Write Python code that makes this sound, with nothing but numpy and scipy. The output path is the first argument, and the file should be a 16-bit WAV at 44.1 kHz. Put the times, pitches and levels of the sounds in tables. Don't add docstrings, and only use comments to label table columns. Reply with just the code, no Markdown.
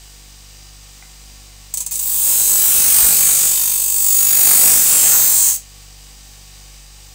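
import sys
import numpy as np
from scipy import signal
from scipy.io import wavfile
from scipy.ndimage import uniform_filter1d

SR = 44100
rng = np.random.default_rng(int(sys.argv[2]) if len(sys.argv) > 2 else 0)


def voltage_ratio(decibels):
    exponent = np.asarray(decibels, float) / 20
    return 10 ** exponent


def dump(signal):
    limited = np.clip(np.atleast_2d(signal).T, -1, 1)
    pcm = np.round(limited * 32767).astype(np.int16)
    wavfile.write(sys.argv[1], SR, pcm)


N = 314874


def evened(x):
    return x / np.sqrt(np.mean(x ** 2) + 1e-20)


def curve(rows):
    s, *columns = np.transpose(rows)
    return [np.interp(np.arange(N) / SR, s, c) for c in columns]


def colour(points, lo_hz=0, hi_hz=SR):
    hz = abs(np.fft.fftfreq(4096, 1 / SR)) + 1
    f, db = np.transpose(points)
    edges = np.sqrt(1 / (1 + (lo_hz / hz) ** 16) / (1 + (hz / hi_hz) ** 16))
    gain = voltage_ratio(np.interp(np.log(hz), np.log(f), db)) * edges
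    log_gain = np.log(np.maximum(gain, 1e-5))
    return np.fft.ifft(np.exp(np.conj(signal.hilbert(log_gain)))).real[:2048]


def filtered_force(force, taps):
    return signal.oaconvolve(force, taps / np.linalg.norm(taps))[:N]


def slow(rate, count):
    t = np.arange(0, N + 256, 256) / SR
    f, start = rate * rng.random((2, count, 12, 1))
    drift = np.sin(2 * np.pi * (f * t + start / rate)).sum(1) / np.sqrt(6)
    return [np.interp(np.arange(N) / SR, t, d) for d in drift]


# (t/s, turns per s)
SHAFT_SPEED = [(0, 49.2), (2.15, 49.2), (3.35, 49.03), (3.85, 49.09), (4.75, 48.97), (5.4, 48.95),
               (7.14, 49.1)]


def shaft_turns():
    return np.cumsum(curve(SHAFT_SPEED)[0]) / SR


def wheel(turns, keep, smooth=1, size=7200):
    rim = uniform_filter1d(rng.standard_normal((355, 900)), smooth, axis=1, mode="wrap")
    starts = np.searchsorted(turns, np.arange(1, int(turns[-1]) + 1))
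    for k, same in enumerate(keep[starts], 1):
        rim[k] = same * rim[k - 1] + np.sqrt(1 - same ** 2) * rim[k]
    fine = signal.resample(rim, size, axis=1).ravel()
    return evened(np.interp(turns * size, np.arange(fine.size), fine))


def room(x):
    t60_s, top_t60_s, level_db = 0.22, .15, -5.5
    t = np.arange(SR // 2) / SR
    taps = rng.standard_normal(len(t)) * (t > .003)
    low = signal.lfilter(*signal.butter(2, 9000, fs=SR), taps)
    tail = low * voltage_ratio(-60 * t / t60_s) + (taps - low) * voltage_ratio(-60 * t / top_t60_s)
    return x + voltage_ratio(level_db) * filtered_force(x, tail)


# (multiple of shaft speed, level/dB, waver/dB, start/turns)
SHAFT_HUM = [(1, -44, .6, .0), (2, -56.5, .8, .1), (3, -56, 1.3, .2), (4, -69, 2.5, .3), (5, -70, 2.5, .4),
             (6, -72, 2.5, .6), (7, -74, 2.5, .7)]
# (f/Hz, level/dB)
BEARING_WHINE = [(494, -69), (753.7, -69), (1120, -68.5), (1825, -67), (2067, -70), (2299, -71),
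                 (2340, -69), (2530, -68.5), (2630, -67), (2898, -62.5), (2998, -69), (3165, -69),
                 (3703, -64), (3801, -72), (3971, -66), (4070, -71), (4157, -66), (4554, -68),
                 (4774, -56.5), (4872, -61), (5042, -67), (5109, -69), (5308, -69), (5577, -61),
                 (5626, -64), (5675, -64), (5944, -67), (6182, -63), (6212, -63), (6481, -68)]
# (f/Hz, level/dB per Hz)
FAN_COLOUR = [(120, -29), (210, -6.5), (653, -10), (767, -4.5), (952, -9.0), (1490, -10.5), (2850, -7),
              (4560, -5), (4900, -3.5), (5360, -5.5), (8110, -1.5), (10800, -16), (15500, -9.5)][1:]


def motor(turns):
    mains_hz, mains_db, mains_start_turns, fan_db = 99.54, -63, .36, -44
    t = np.arange(N) / SR
    hum = np.zeros(N)
    for (k, db, waver_db, start), drift in zip(SHAFT_HUM, slow(3.0, count=len(SHAFT_HUM))):
        hum += voltage_ratio(db + waver_db * drift) * np.sin(2 * np.pi * (k * turns + start))
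    hum += voltage_ratio(mains_db) * np.sin(2 * np.pi * (mains_hz * t + mains_start_turns))
    drifts = slow(5.0, count=10)
    whine = np.zeros(N)
    for k, (f, db) in enumerate(BEARING_WHINE):
        phase = 2 * np.pi * f * t + 1.04 * drifts[5 + k % 4]
        whine += voltage_ratio(db + 1.1 * drifts[k % 5]) * np.sin(phase)
    whine *= 1 + 0.26 * np.cos(2 * np.pi * turns) + 0.15 * np.cos(2 * np.pi * 2 * turns)
    stir = .86 * rng.standard_normal(N) + .5 * wheel(turns, np.full(N, .97))
    hiss = evened(signal.oaconvolve(stir, colour(FAN_COLOUR))[:N])
    return np.sqrt(2) * (hum + whine) + voltage_ratio(fan_db + .4 * drifts[9]) * hiss


# (t/s, level/dB)
BENCH_JOLTS = [
    (2.779, -28),
    (2.87, -47),
    (3.03, -26),
    (3.05, -42),
    (3.46, -50),
    (4.241, -41),
    (4.49, -35),
    (4.62, -47),
    (4.76, -47),
    (4.98, -37),
]


def jolts():
    pushes, u = np.zeros(N), np.arange(4000) / SR
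    for s, db in BENCH_JOLTS:
        pushes[round(s * SR)] = voltage_ratio(db)
    sway = 1.2 * np.sin(2 * np.pi * 55 * u) * np.exp(-u / 0.021)
    return signal.oaconvolve(pushes, sway)[:N]


# (t/s, level/dB, list of tones (f/Hz, level/dB, time to fall 60 dB/s))
FINGER_TAP = (1.023, -30, [(780, -10, .045), (1500, -5, .02), (2050, 0, .024), (2350, -3, .02),
              (1150, -8, .016)])


def tick():
    s, db, modes = FINGER_TAP
    u = np.maximum(np.arange(N) / SR - s, 0)
    ring = sum(voltage_ratio(d - 60 * u / t60) * np.sin(2 * np.pi * f * u) for f, d, t60 in modes)
    return voltage_ratio(db) * ring * np.minimum(u / .003, 1)


# (f/Hz, width/Hz, level/dB against the hiss)
BENDING_TONES = [(492, 40, -30), (986, 45, -25), (2610, 55, -25), (3700, 45, -25), (4550, 90, -23),
                 (4830, 110, -28)]
# (from/s, to/s, level/dB, tilt/dB per octave)
LOOSE_GRIP = [
    (1.7, 2.63, 3, -1.5),
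    (3.5, 4.24, -2.5, 2),
]
# (from/s, to/s, f/Hz, level/dB against the hiss)
PASSING_RINGS = [
    (1.7, 1.9, 4390, -21),
    (2.25, 2.5, 4080, -24),
    (2.7, 3.22, 4310, -23),
    (3.1, 3.55, 4580, -22),
    (4.4, 4.75, 4600, -28),
    (4.85, 5.5, 4200, -24),
    (4.8, 5.5, 4800, -26),
    (5.1, 5.57, 985, -19),
    (5.15, 5.55, 1640, -29),
]


def bending(drive):
    out = np.zeros(N)
    rings = [(begin, end, f, width_hz, db + spell_db + tilt_db * np.log2(f / 1000))
             for f, width_hz, db in BENDING_TONES for begin, end, spell_db, tilt_db in LOOSE_GRIP]
    rings += [(begin, end, f, 70, db) for begin, end, f, db in PASSING_RINGS]
    for begin, end, f, width_hz, db in rings:
        r = np.exp(-np.pi * width_hz / SR)
        spell = slice(round(begin * SR), round(end * SR))
        ring = signal.lfilter([1, 0, -1], [1, -2 * r * np.cos(2 * np.pi * f / SR), r * r], drive[spell])
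        fade = signal.windows.tukey(len(ring), .15)
        out[spell] += voltage_ratio(db) * np.sqrt((1 - r * r) / 2) * ring * fade
    return out


# (f/Hz, width/Hz, level/dB over the scrape)
BLADE_TONES = [(6470, 130, -3.5), (6900, 200, -10.5), (7680, 120, -7), (8090, 210, -1), (8530, 180, -5.5),
               (8730, 150, 6), (9100, 84, -3.5), (10550, 110, 4), (12370, 550, 0.5), (13990, 410, -4.5),
               (14760, 380, 0), (15465, 680, 8.5)]
# (t/s, half length/s, tone number, swell/dB)
BLADE_SINGS = [(2.42, .22, 3, 9), (2.6, .12, 11, 4), (3.0, .12, 4, 6), (3.0, .1, 7, 4), (3.36, .16, 5, 8),
               (4.0, .3, 6, 6), (4.22, .15, 1, 8), (4.5, .1, 5, 8), (4.5, .12, 9, 8), (4.66, .06, 8, 10),
               (5.0, .09, 2, 10), (5.09, .08, 3, 10), (5.2, .12, 10, 9), (5.42, .1, 4, 9)]


def blade(x):
    hz, t, z = signal.stft(x, SR, nperseg=512, noverlap=384)
    lift = np.ones(z.shape, np.complex64)
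    count = len(BLADE_TONES)
    drifts = [np.append(d[::128], np.zeros(8))[:len(t)] for d in slow(1.626, count=2 * count)]
    swell_db = 2.5 * np.array(drifts[count:])
    for s, half, mode, db in BLADE_SINGS:
        swell_db[mode] += db * np.exp(-((t - s) / half) ** 4)
    for (f, width_hz, db), extra_db, d in zip(BLADE_TONES, swell_db, drifts):
        off_tune_hz = hz[:, None] - f * (1 + .004 * d)
        lift += voltage_ratio(db + extra_db) / (1 + 2j * off_tune_hz / width_hz)
    noise = uniform_filter1d(rng.standard_normal(z.shape), 7, 0)
    patches_db = 1.3 * evened(uniform_filter1d(noise, 45, 1))
    return signal.istft(z * lift * voltage_ratio(patches_db), SR, nperseg=512, noverlap=384)[1][:N]


# (t/s, pressure as hiss level/dB, bite of the edge, about -1 to 1)
STROKE_PRESSURE = [(1.91, -14, 0.82), (1.95, -23, -0.67), (2.17, -22, 0.036), (2.31, -18, -0.19),
                   (2.55, -16, -0.19), (3.0, -13, 0.29), (3.22, -15, 0.32), (3.39, -14, -0.34),
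                   (3.61, -19, 0.000092), (3.92, -21, -1.04), (4.17, -18, -0.19), (4.51, -12.5, 0.47),
                   (4.88, -12.5, 0.053), (5.08, -13.5, 0.29), (5.22, -15, 0.37), (5.39, -15, -0.84),
                   (5.49, -15, -0.14), (5.567, -26, -0.58)]
# (t/s, level/dB, contact length/s)
EDGE_BOUNCES = [(1.739, -15.5, 0.0048), (1.76, -33, .004), (1.772, -16.5, 0.0084), (1.803, -19.5, 0.012),
                (1.863, -18.5, 0.0065), (1.915, -20.5, .012), (1.937, -20, 0.0067), (1.952, -18, 0.011),
                (1.989, -16.5, 0.0089), (2.012, -21, .003), (2.025, -18.5, .008), (2.043, -32, .004),
                (2.067, -18, 0.0062)]
# (level/dB, dB per unit of bite, extra dB per dB of pressure)
STROKE_LAYERS = [
    (0, -1, 0),
    (1, 3.5, -0.5),
    (-11, 3.5, -0.12),
    (-18, 7.5, .5),
]
# hiss, sizzle, body, rumble (level/dB)
BOUNCE_LAYERS = [0, -3.5, -13, -29]


def contact():
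    usual_db, dull_s, dull_db = -15, .25, -5
    crack, crack_s = 2.4, 0.00068
    t = np.arange(N) / SR
    press_db, bite = curve(STROKE_PRESSURE)
    begin, end = STROKE_PRESSURE[0][0], STROKE_PRESSURE[-1][0]
    levels_db = [press_db + db + tilt_db * bite + heavy * (press_db - usual_db)
                 for db, tilt_db, heavy in STROKE_LAYERS]
    power = voltage_ratio(levels_db) ** 2 * ((t > begin) & (t < end))
    power *= np.clip((t - 1.85) / 0.3, 0, 1) ** 1.76
    power[1] *= voltage_ratio(dull_db * np.clip(1 + (t - end) / dull_s, 0, 1)) ** 2
    for s, db, length in EDGE_BOUNCES:
        free = s < begin
        rise = 0.00093 if free else 0.44 * length
        u = np.maximum(t - s, 0) / length
        skip = np.clip((t - s) / rise, 0, 1) ** 2 * np.exp(-u ** 1.56) * voltage_ratio(db) ** 2
        skip *= 1 + crack * free * np.exp(-u * length / crack_s)
        power += skip * voltage_ratio(BOUNCE_LAYERS)[:, None] ** 2
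    return np.sqrt(power)


def pops(hiss, force, pressure):
    excess = np.maximum(hiss / (force + 1e-6) - (2.6 - .85 * pressure), 0)
    excess -= uniform_filter1d(excess, size=8192)
    return excess / np.sqrt(uniform_filter1d(excess ** 2, size=8192).clip(0) + 1e-4)


def grit_kept(t):
    skipping, bedded_in, lost_per_bite = .2, .93, .03
    bedded = np.sqrt(np.clip((t - 1.95) / .33, 0, 1))
    bite = curve(STROKE_PRESSURE)[1].clip(-1, 1)
    return skipping + bedded * (bedded_in - skipping - lost_per_bite * bite)


# (t/s, level/dB)
WHEEL_THROB = [
    (1.9, -9),
    (2.25, -0.3),
    (3.2, 2.5),
    (4.4, 5),
    (5.0, -2.5),
]
# (f/Hz, level/dB per Hz)
SCRAPE_COLOUR = [(100, -50), (170, -23.0), (294, -19.5), (362, -24), (490, -21), (560, -20), (3130, -17.5),
                 (5510, -16.5), (6410, -7), (7750, -1.0), (8680, -3.5), (11100, -6.0), (15600, -2)][1:-1]


def grinding(turns, keep):
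    throb = curve(WHEEL_THROB)[0]
    throb_db = keep ** 2 * throb * np.cos(2 * np.pi * (turns - .88))
    lumps_db = 2.0 * keep * wheel(turns, keep, smooth=24, size=900) + throb_db
    grit = evened(wheel(turns, keep) * voltage_ratio(lumps_db))
    crackle = rng.standard_normal(N)
    bursts_db = 3.5 * np.minimum(rng.exponential(1, N), 5)
    torn = evened(crackle * voltage_ratio(1.5 * lumps_db + bursts_db))

    # (from f/Hz, to f/Hz, share of fresh crackle)
    bands = [(5650, 10190, 0.11), (9730, 17700, 0.34), (2310, 5530, 0.59), (64, 2390, 0.68)]
    forces, layers = contact(), []
    pressure = np.clip(forces[3] / voltage_ratio(-27), 0, 1)
    for force, (lo_hz, hi_hz, fresh) in zip(forces, bands):
        repeating = grit if len(layers) < 3 else pops(layers[0], forces[0], pressure)
        drive = np.sqrt(1 - fresh ** 2) * repeating + fresh * torn
        layers.append(filtered_force(drive * force, colour(SCRAPE_COLOUR, lo_hz, hi_hz)))
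    shudder = filtered_force(torn * forces[3], colour(SCRAPE_COLOUR, 22, 133))
    layers.append(voltage_ratio(-15.5) * shudder)

    eased = forces[0] / (1 + (forces[0] / 0.63) ** 2)
    knock = evened(np.diff(np.floor(turns - .85), prepend=0).clip(0))
    knock_force = .9 * keep * knock * np.clip(throb / 2.5, .4, 1)
    scrape = voltage_ratio(-4) * blade(sum(layers))
    return scrape, bending((.45 * grit + knock_force) * eased)


def scene():
    turns = shaft_turns()
    scrape, ring = grinding(turns, grit_kept(np.arange(N) / SR))
    mix = room(scrape + tick()) + ring + motor(turns) + jolts()
    return np.array([mix, mix])


def top_cut(x):
    return signal.sosfilt(signal.butter(12, 17130, fs=SR, output="sos"), x)


def record(dry):
    loud = .8 * np.tanh(dry / .8)
    low_pass = signal.firwin(801, 15740, window=("kaiser", 9), fs=SR)
    limited = signal.oaconvolve(loud, low_pass[None], "same")
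    return top_cut(limited)


dry = scene()
out = record(dry)
dump(out)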